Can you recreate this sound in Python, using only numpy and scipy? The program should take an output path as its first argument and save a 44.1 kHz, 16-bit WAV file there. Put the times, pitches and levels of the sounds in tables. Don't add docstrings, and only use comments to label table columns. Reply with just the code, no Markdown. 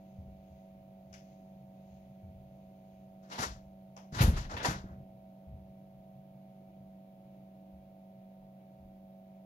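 import sys
import numpy as np
from scipy import signal
from scipy.fft import rfft, irfft, next_fast_len
from scipy.io import wavfile
from scipy.ndimage import uniform_filter1d

SR = 44100
rng = np.random.default_rng(int(sys.argv[2]) if len(sys.argv) > 2 else 0)


def field_ratio(decibels):
    return 10 ** (np.asarray(decibels, dtype=float) / 20)


def persist_wave(psi):
    counts = np.round(np.clip(psi, -1, 1) * 32767).astype(np.int16)
    wavfile.write(sys.argv[1], SR, np.atleast_2d(counts).T)


N = 416744
TIME, SIZE = np.arange(N) / SR, next_fast_len(N)
HZ = np.arange(SIZE // 2 + 1) * SR / SIZE + 1e-3

BLADE_HZ, SLOT_HZ, MAINS_HZ = 191.85, 652.7, 49.95
# (left [dB], right [dB], left lead [rad])
BLADE_TONES = [(-56, -55, 0.074), (-78.5, -79, 0.19), (-81.5, -74, 0.532), (-85, -85.5, 0.91),
               (-85.5, -86.5, 1.87)]
# (left [dB], right [dB], left lead [rad])
SLOT_WHINE = [(-69.5, -68, .55), (-65.5, -61, 0.63), (-71, -66, .9), (-90.5, -85, 1.385)]
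# (left [dB], right [dB], left lead [rad])
CORE_BUZZ = (-76, -79, 0.65)
# (frequency [Hz], density [dB/Hz])
AIR_SPECTRUM = [(15, -108), (30, -99), (100, -91), (170, -86), (230, -90), (330, -94.5), (430, -103),
                (520, -99), (700, -98.5), (900, -103), (1100, -111), (1500, -120), (2500, -135),
                (20000, -150)]
# (frequency [Hz], width [Hz], lift [dB])
AIR_MODES = [(39, 10, 3), (65, 10, 9), (135.3, 22, 13), (326, 29, 1.5), (495, 40, 2.5), (616, 40, 5.5),
             (706, 34, 7), (911, 61, 5.5), (1310, 50, 9.5)]
RUMBLE_EARLY_DB, RUMBLE_LATE_DB, SHAKE_DB, SHAKE_T60_S = -69.5, -75.5, -16, 0.99

GRILLE_HZ, GRILLE_WIDTH_HZ, GRILLE_DB, GRILLE_FLARE_DB = 2280, 200, -116, 3
# (time [s], swell [dB])
GUSTS = [
    (5.75, 4),
    (6.46, 9.3),
    (6.67, 8.9),
    (7.22, 5.5),
    (8.6, 4),
    (8.9, 7.9),
    (9.35, 7.8),
]
GUST_S = 0.06

# (frequency [Hz], left [dB/Hz], right [dB/Hz])
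MIC_HISS = [(20, -125, -125), (70, -99, -99), (308, -104, -104), (900, -112, -113), (1818, -116, -117),
            (3780, -119, -120), (6000, -125, -127), (8350, -131, -133), (9900, -125, -128),
            (11150, -120, -120), (15300, -118, -119), (20000, -118, -119)]
TOP_HZ = 15750
# (frequency [Hz], left minus right [dB], likeness [0-1], left lead [rad])
PORT_PAIR = [(40, 1.3, 1, .03), (260, 0, .98, .2), (500, -1.5, .93, .55), (750, -4, .75, 1.3),
             (1000, -1, .45, 2.6), (1300, 2, .75, 3.4), (1800, 3, .75, 3.9), (2400, 6, .3, 5.5),
             (3900, 12, .2, 9), (5200, 23, .3, 11), (6500, 32, .3, 14), (9500, 33, .3, 20),
             (12000, 17, .3, 25), (15000, 4, .1, 30)]

# (frequency [Hz], density [dB/Hz])
RUSTLE_SPECTRUM = [(1200, -39.5), (1900, -11.5), (2300, -8.5), (3000, -11.5), (4500, -18), (5600, -24.5),
                   (6500, -16), (7200, -26), (8000, -41)]
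# (time [s], swell [dB])
CLOTH_STIRS = [
    (.12, 7),
    (.55, 10),
    (1.3, 8.5),
    (1.93, 11),
    (2.95, 5),
]
STIR_S, RESTLESS_DB, SETTLED_DB, SETTLES_S = 0.083, 5, -2, 3.7

# (time [s], peak [dB], settled pitch [Hz])
FAR_STEPS = [(0.185, -40, 70), (.27, -49, 54.6), (.5, -52, 66.6), (1.101, -55, 70), (1.9, -51.5, 65),
             (2.232, -42, 78.3), (2.319, -50, 75), (2.36, -57, 33), (3.461, -42.5, 57.7), (3.5, -44.5, 39),
             (5.471, -41, 59.4), (5.525, -43, 71.6), (5.98, -64, 38), (6.8, -55, 64.7), (7.73, -50, 58.3),
             (8.4, -61, 39), (8.799, -54, 66.2), (8.84, -56, 28)]
FAR_T60_S, FAR_KNOCK_DB = 0.47, -12.5
# (time [s], peak [dB], settled pitch [Hz])
NEAR_STEPS = [(3.39, -40.5, 86.8), (4.122, -37, 90), (4.165, -32.5, 84.5), (4.206, -13, 91.7),
              (4.235, -15.5, 65), (4.246, -15.5, 40), (4.279, -16, 65), (4.3, -27, 32.2),
              (4.324, -23.5, 66.8), (4.362, -26, 39.8), (4.408, -36.5, 64), (4.46, -33.5, 31.9),
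              (4.538, -36, 71), (4.632, -46, 116), (4.685, -28, 104.5), (4.761, -41, 74.5),
              (4.841, -43, 98.6), (4.909, -37.5, 63), (4.981, -45, 66.7)]
NEAR_RING_CYCLES = 9.4
NEAR_KNOCK_DB, KNOCK_PER_DB, KNOCK_PER_OCTAVE_DB = -3, -0.3653, 12.5
# (frequency [Hz], density [dB/Hz])
BOARD_KNOCK = [(20, -18), (42, -6.5), (65, -1), (105, 0), (165, -0.5), (226, -8), (300, -17.5), (600, -21),
               (20000, -91.5)]

# (time [s], length [s], level [dB], body [dB])
TICKS = [
    (1.126, 0.007, -54.5, -23),
    (1.137, 0.005, -46, -25),
    (3.964, 0.0052, -52.5, 8),
    (3.973, 0.0051, -50.5, 6.5),
]
# (frequency [Hz], density [dB/Hz])
TICK_SPECTRUM = [(300, -16.5), (850, -0.5), (1200, -6), (1700, -7), (2700, -8), (3300, -8.5), (4100, -17),
                 (5000, -5), (5800, -2), (6600, -5.5), (7400, -15), (8400, -24), (11000, -17), (15500, -28)]
TICK_BANDS_DB = (-1, 0.5, -11)

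# (time [s], length [s], pressure [dB], upward tilt [dB/band], singing pitch [Hz])
SCUFFS = [(3.216, 0.04, -68, -1, 6500), (3.273, 0.088, -52.5, 0, 6500), (3.307, 0.027, -45, 1, 3500),
          (3.337, 0.062, -52.5, 2, 3000), (3.373, 0.034, -36.5, -0.6, 6000), (3.4, 0.022, -41, 3.5, 3500),
          (3.416, .024, -33, 0, 6200), (3.45, .017, -53, 5, 11000), (4.116, 0.034, -52, 1, 6000),
          (4.137, 0.043, -41, -0.5, 5000), (4.173, 0.042, -35, -1.5, 2747),
          (4.203, 0.032, -28.5, 1.5, 11100), (4.253, 0.038, -43, 1.5, 11060),
          (4.302, 0.073, -51.5, -0.5, 3000), (4.359, .022, -40, 1, 5500), (4.394, 0.067, -56.5, 0, 3500),
          (4.49, 0.026, -47.5, -4, 6490), (4.505, 0.041, -46.5, -3, 6510), (4.563, 0.014, -39, -2.5, 3000),
          (4.588, .033, -48, -4, 2604), (4.623, 0.027, -35.5, -0.4, 6000), (4.645, .02, -27, -0.9, 6000),
          (4.668, .04, -35.5, 0.1, 1688), (4.74, 0.18, -71, -0.5, 1000)]
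# (frequency [Hz], density [dB/Hz])
SOLE_SPECTRUM = [(80, -41), (250, -6), (420, -10), (760, -7.5), (960, -5), (1150, -5.5), (1400, -3),
                 (1850, -6), (2400, -11.5), (4000, -10.5), (6200, -10.5), (7300, -15), (8400, -25.5),
                 (11000, -18), (13000, -25), (15500, -38)]
SCUFF_BANDS_DB = (1.5, -3.5, -2.5, -9.5)
BANDS_HZ = (1000, 3100, 6000, 11000)
SING_DB, SING_OCTAVES = 8, 0.34
SHEEN_PER_DB = 0.26
# (T60 [s], echo share [dB])
ROOM_BANDS = [(0.27, -4), (0.27, -1), (0.29, -6), (0.2, 2.5)]

# (time [s], peak [dB], treble lift [dB/octave])
CLIPS = [
    (4.566, -37, 3.5),
    (4.646, -27, -3.5),
    (4.385, -47, -2),
]
# (frequency [Hz], level [dB], T60 [s])
CLIP_MODES = [(960, -3.5, .12), (1325, -6, .08), (1815, -0.5, .1), (2720, -2, 0.079), (3500, -8, .05)]


def along(table, column=1):
    table = np.array(table, float)
    return np.interp(np.log(HZ), np.log(table[:, 0]), table[:, column])


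def colour(x, db):
    return irfft(rfft(x, SIZE) * field_ratio(db) * np.sqrt(SR / 2), SIZE)[:N]


def white():
    return rng.standard_normal(N)


def walk(rate_hz):
    k = int(SR / rate_hz)
    held = np.repeat(rng.standard_normal(N // k + 1), k)
    return 1.3 * uniform_filter1d(uniform_filter1d(held, k), k)[:N]


def split(x, edges_hz):
    low = [0 * HZ] + [1 / (1 + (HZ / e) ** 8) for e in edges_hz] + [1 + 0 * HZ]
    spectrum = rfft(x, SIZE)
    return np.array([irfft(spectrum * (b - a), SIZE)[:N] for a, b in zip(low, low[1:])])


def ports(a, b):
    like = along(PORT_PAIR, column=2)
    lag = np.exp(-1j * along(PORT_PAIR, column=3))
    right = like * lag * rfft(a, SIZE) + np.sqrt(1 - like ** 2) * rfft(b, SIZE)
    return np.array([a, irfft(right * field_ratio(-along(PORT_PAIR)), SIZE)[:N]])


def linger(power, t60_s):
    keep = np.exp(-2 * np.log(1000) / (t60_s * SR))
    return signal.lfilter([1 - keep], [1, -keep], power)


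def tone(cycles, left_db, right_db, lead_rad, flutter_db):
    size = np.sqrt(2) * field_ratio(flutter_db * walk(9))
    phase = 2 * np.pi * cycles
    return size * np.array([field_ratio(left_db) * np.sin(phase + lead_rad), field_ratio(right_db) * np.sin(phase)])


def motor():
    shaft_s = np.cumsum(1 + .001 * walk(.5)) / SR
    pull = 2 * MAINS_HZ * TIME
    blades = sum(tone((k + 1) * BLADE_HZ * shaft_s, *row, flutter_db=1.07)
                 for k, row in enumerate(BLADE_TONES))
    whine = sum(tone(SLOT_HZ * shaft_s + (k - 1) * pull, *row, flutter_db=0.73)
                for k, row in enumerate(SLOT_WHINE))
    return blades + whine + tone(3 * pull, *CORE_BUZZ, flutter_db=3.5)


def footfalls():
    steps = [(s, db, hz, FAR_T60_S, FAR_KNOCK_DB) for s, db, hz in FAR_STEPS]
    for s, db, hz in NEAR_STEPS:
        knock_db = NEAR_KNOCK_DB + KNOCK_PER_DB * (db + 39) + KNOCK_PER_OCTAVE_DB * np.log2(hz / 65)
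        steps.append((s, db, hz, NEAR_RING_CYCLES / hz, knock_db))
    return steps


def house_db():
    shake = np.zeros(N)
    t = TIME[:SR // 2]
    for s, db, _, t60_s, _ in footfalls():
        i = int(s * SR)
        shake[i:i + len(t)] += field_ratio(2 * (db - 60 * t / t60_s))
    rest_db = RUMBLE_EARLY_DB + (RUMBLE_LATE_DB - RUMBLE_EARLY_DB) * TIME / TIME[-1]
    return 10 * np.log10(field_ratio(2 * rest_db) + field_ratio(2 * SHAKE_DB) * linger(shake, SHAKE_T60_S))


def air():
    lifts = (lift_db / (1 + (2 * (HZ - hz) / width_hz) ** 2) for hz, width_hz, lift_db in AIR_MODES)
    db = along(AIR_SPECTRUM) + sum(lifts)
    rumble_db = house_db() + 73
    swells = field_ratio([rumble_db + 2.5 * walk(6.6), 0.17 * rumble_db + 2.0 * walk(2.635),
                  2.5 * walk(1.92), 0.34 * walk(4.7)])
    edges_hz = (105, 170, 400)
    return ports(*(np.sum(swells * split(colour(white(), db), edges_hz), axis=0) for _ in range(2)))


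def grille():
    db = GRILLE_DB - 20 * np.log10(1 + (2 * (HZ - GRILLE_HZ) / GRILLE_WIDTH_HZ) ** 2)
    gusts_db = sum(gust_db * np.exp(-.5 * ((TIME - s) / GUST_S) ** 2) for s, gust_db in GUSTS)
    flare = field_ratio(GRILLE_FLARE_DB * walk(14) + gusts_db)
    return ports(*(flare * colour(white(), db) for _ in range(2)))


def rustle():
    db = SETTLED_DB + (RESTLESS_DB - SETTLED_DB) / (1 + np.exp(2 * (TIME - SETTLES_S)))
    db = db + sum(swell_db * np.exp(-.5 * ((TIME - s) / STIR_S) ** 2) for s, swell_db in CLOTH_STIRS)
    swells = field_ratio([0.27 * db + 0.94 * walk(20), 0.8 * db + 1.2 * walk(6.5)])
    spectrum_db = along(RUSTLE_SPECTRUM) - 104
    return ports(*(np.sum(swells * split(colour(white(), spectrum_db), (4600,)), axis=0) for _ in range(2)))


def thumps():
    bend, knock = np.zeros(N), np.zeros(N)
    t = TIME[:SR // 2]
    for s, db, hz, t60_s, knock_db in footfalls():
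        i = int(s * SR)
        cycles = hz * (t + .4 * .03 * (1 - np.exp(-t / .03)))
        size = field_ratio(db - 60 * t / t60_s) * np.clip(4.4 * hz * t, 0, 1)
        bend[i:i + len(t)] += size * np.sin(2 * np.pi * cycles)
        knock[i:i + len(t)] += (size * field_ratio(knock_db)) ** 2
    wood = colour(white(), along(BOARD_KNOCK) - 22)
    floor = bend + wood * np.sqrt(knock + field_ratio(-4.5) * linger(knock, 0.34))
    return ports(floor, 0 * floor)


def rub(events, spectrum, band, patchy_db, ring):
    push = np.zeros((4, N))
    for s, length_s, *band_db in events:
        i = slice(int(s * SR), int((s + 1.3 * length_s) * SR))
        shape_db = np.interp((TIME[i] - s) / length_s, [0, .33, 1, 1.3], [-24, 0, 0, -30])
        push[:, i] += field_ratio(shape_db + np.array(band_db)[:, None])
    tail = np.sqrt([linger(p ** 2, t60_s * ring) * field_ratio(2 * db) for p, (t60_s, db) in zip(push, ROOM_BANDS)])
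    edges_hz = (450, 800, 1300, 2100, 3100, 4500, 5700, 7000, 8300, 11500)
    patches = field_ratio([patchy_db * walk(35) for _ in band])
    spectrum_db = along(spectrum) - 27
    paths = []
    for _ in range(2):
        grains = white() * field_ratio(1.8 * rng.exponential(size=N) + 3 * walk(130) - 3.5)
        direct = split(colour(grains, spectrum_db), edges_hz)
        diffuse = split(colour(white(), spectrum_db), edges_hz)
        paths.append(np.sum(patches * (field_ratio(-7.0) * push[band] * direct + tail[band] * diffuse), axis=0))
    return ports(*paths)


def ticks():
    taps = [(s, length_s, db + body_db, *(db + np.array(TICK_BANDS_DB))) for s, length_s, db, body_db in TICKS]
    return rub(taps, TICK_SPECTRUM, [0, 0, 0, 1, 1, 1, 2, 2, 2, 3, 3], patchy_db=.5, ring=1.1)


def drag_db(db, tilt_db, hz):
    steps = np.arange(4) - 1.5
    sing_db = SING_DB * np.exp(-(np.log2(np.array(BANDS_HZ) / hz) / SING_OCTAVES) ** 2)
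    sheen_db = (steps > 1) * SHEEN_PER_DB * (db + 41)
    return db + np.array(SCUFF_BANDS_DB) + tilt_db * steps + sing_db + sheen_db


def scuffs():
    drags = [(s, length_s, *drag_db(*press)) for s, length_s, *press in SCUFFS]
    return rub(drags, SOLE_SPECTRUM, [0, 0, 0, 0, 1, 1, 2, 2, 2, 3, 3], patchy_db=2, ring=1)


def clips():
    out, t = np.zeros(N), TIME[:SR // 4]
    for s, db, lift_db in CLIPS:
        i = int(s * SR)
        for hz, mode_db, t60_s in CLIP_MODES:
            level_db = db + mode_db + lift_db * np.log2(hz / 1800) - 60 * t / t60_s
            out[i:i + len(t)] += field_ratio(level_db) * np.sin(2 * np.pi * hz * t) * np.clip(t / .002, 0, 1)
    return ports(out, np.roll(out, 90))


def scene():
    fridge = motor() + air() + grille()
    return fridge + rustle() + thumps() + ticks() + scuffs() + clips()


def top_cut(x):
    return signal.sosfilt(signal.butter(12, 15690, fs=SR, output="sos"), x)


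def record(dry):
    hiss = np.array([colour(white(), along(MIC_HISS, column=k)) for k in (1, 2)])
    low_pass = signal.ellip(8, .2, 60, TOP_HZ, fs=SR, output="sos")
    mix = signal.sosfilt(low_pass, dry + hiss)
    return top_cut(mix)


dry = scene()
out = record(dry)
persist_wave(out)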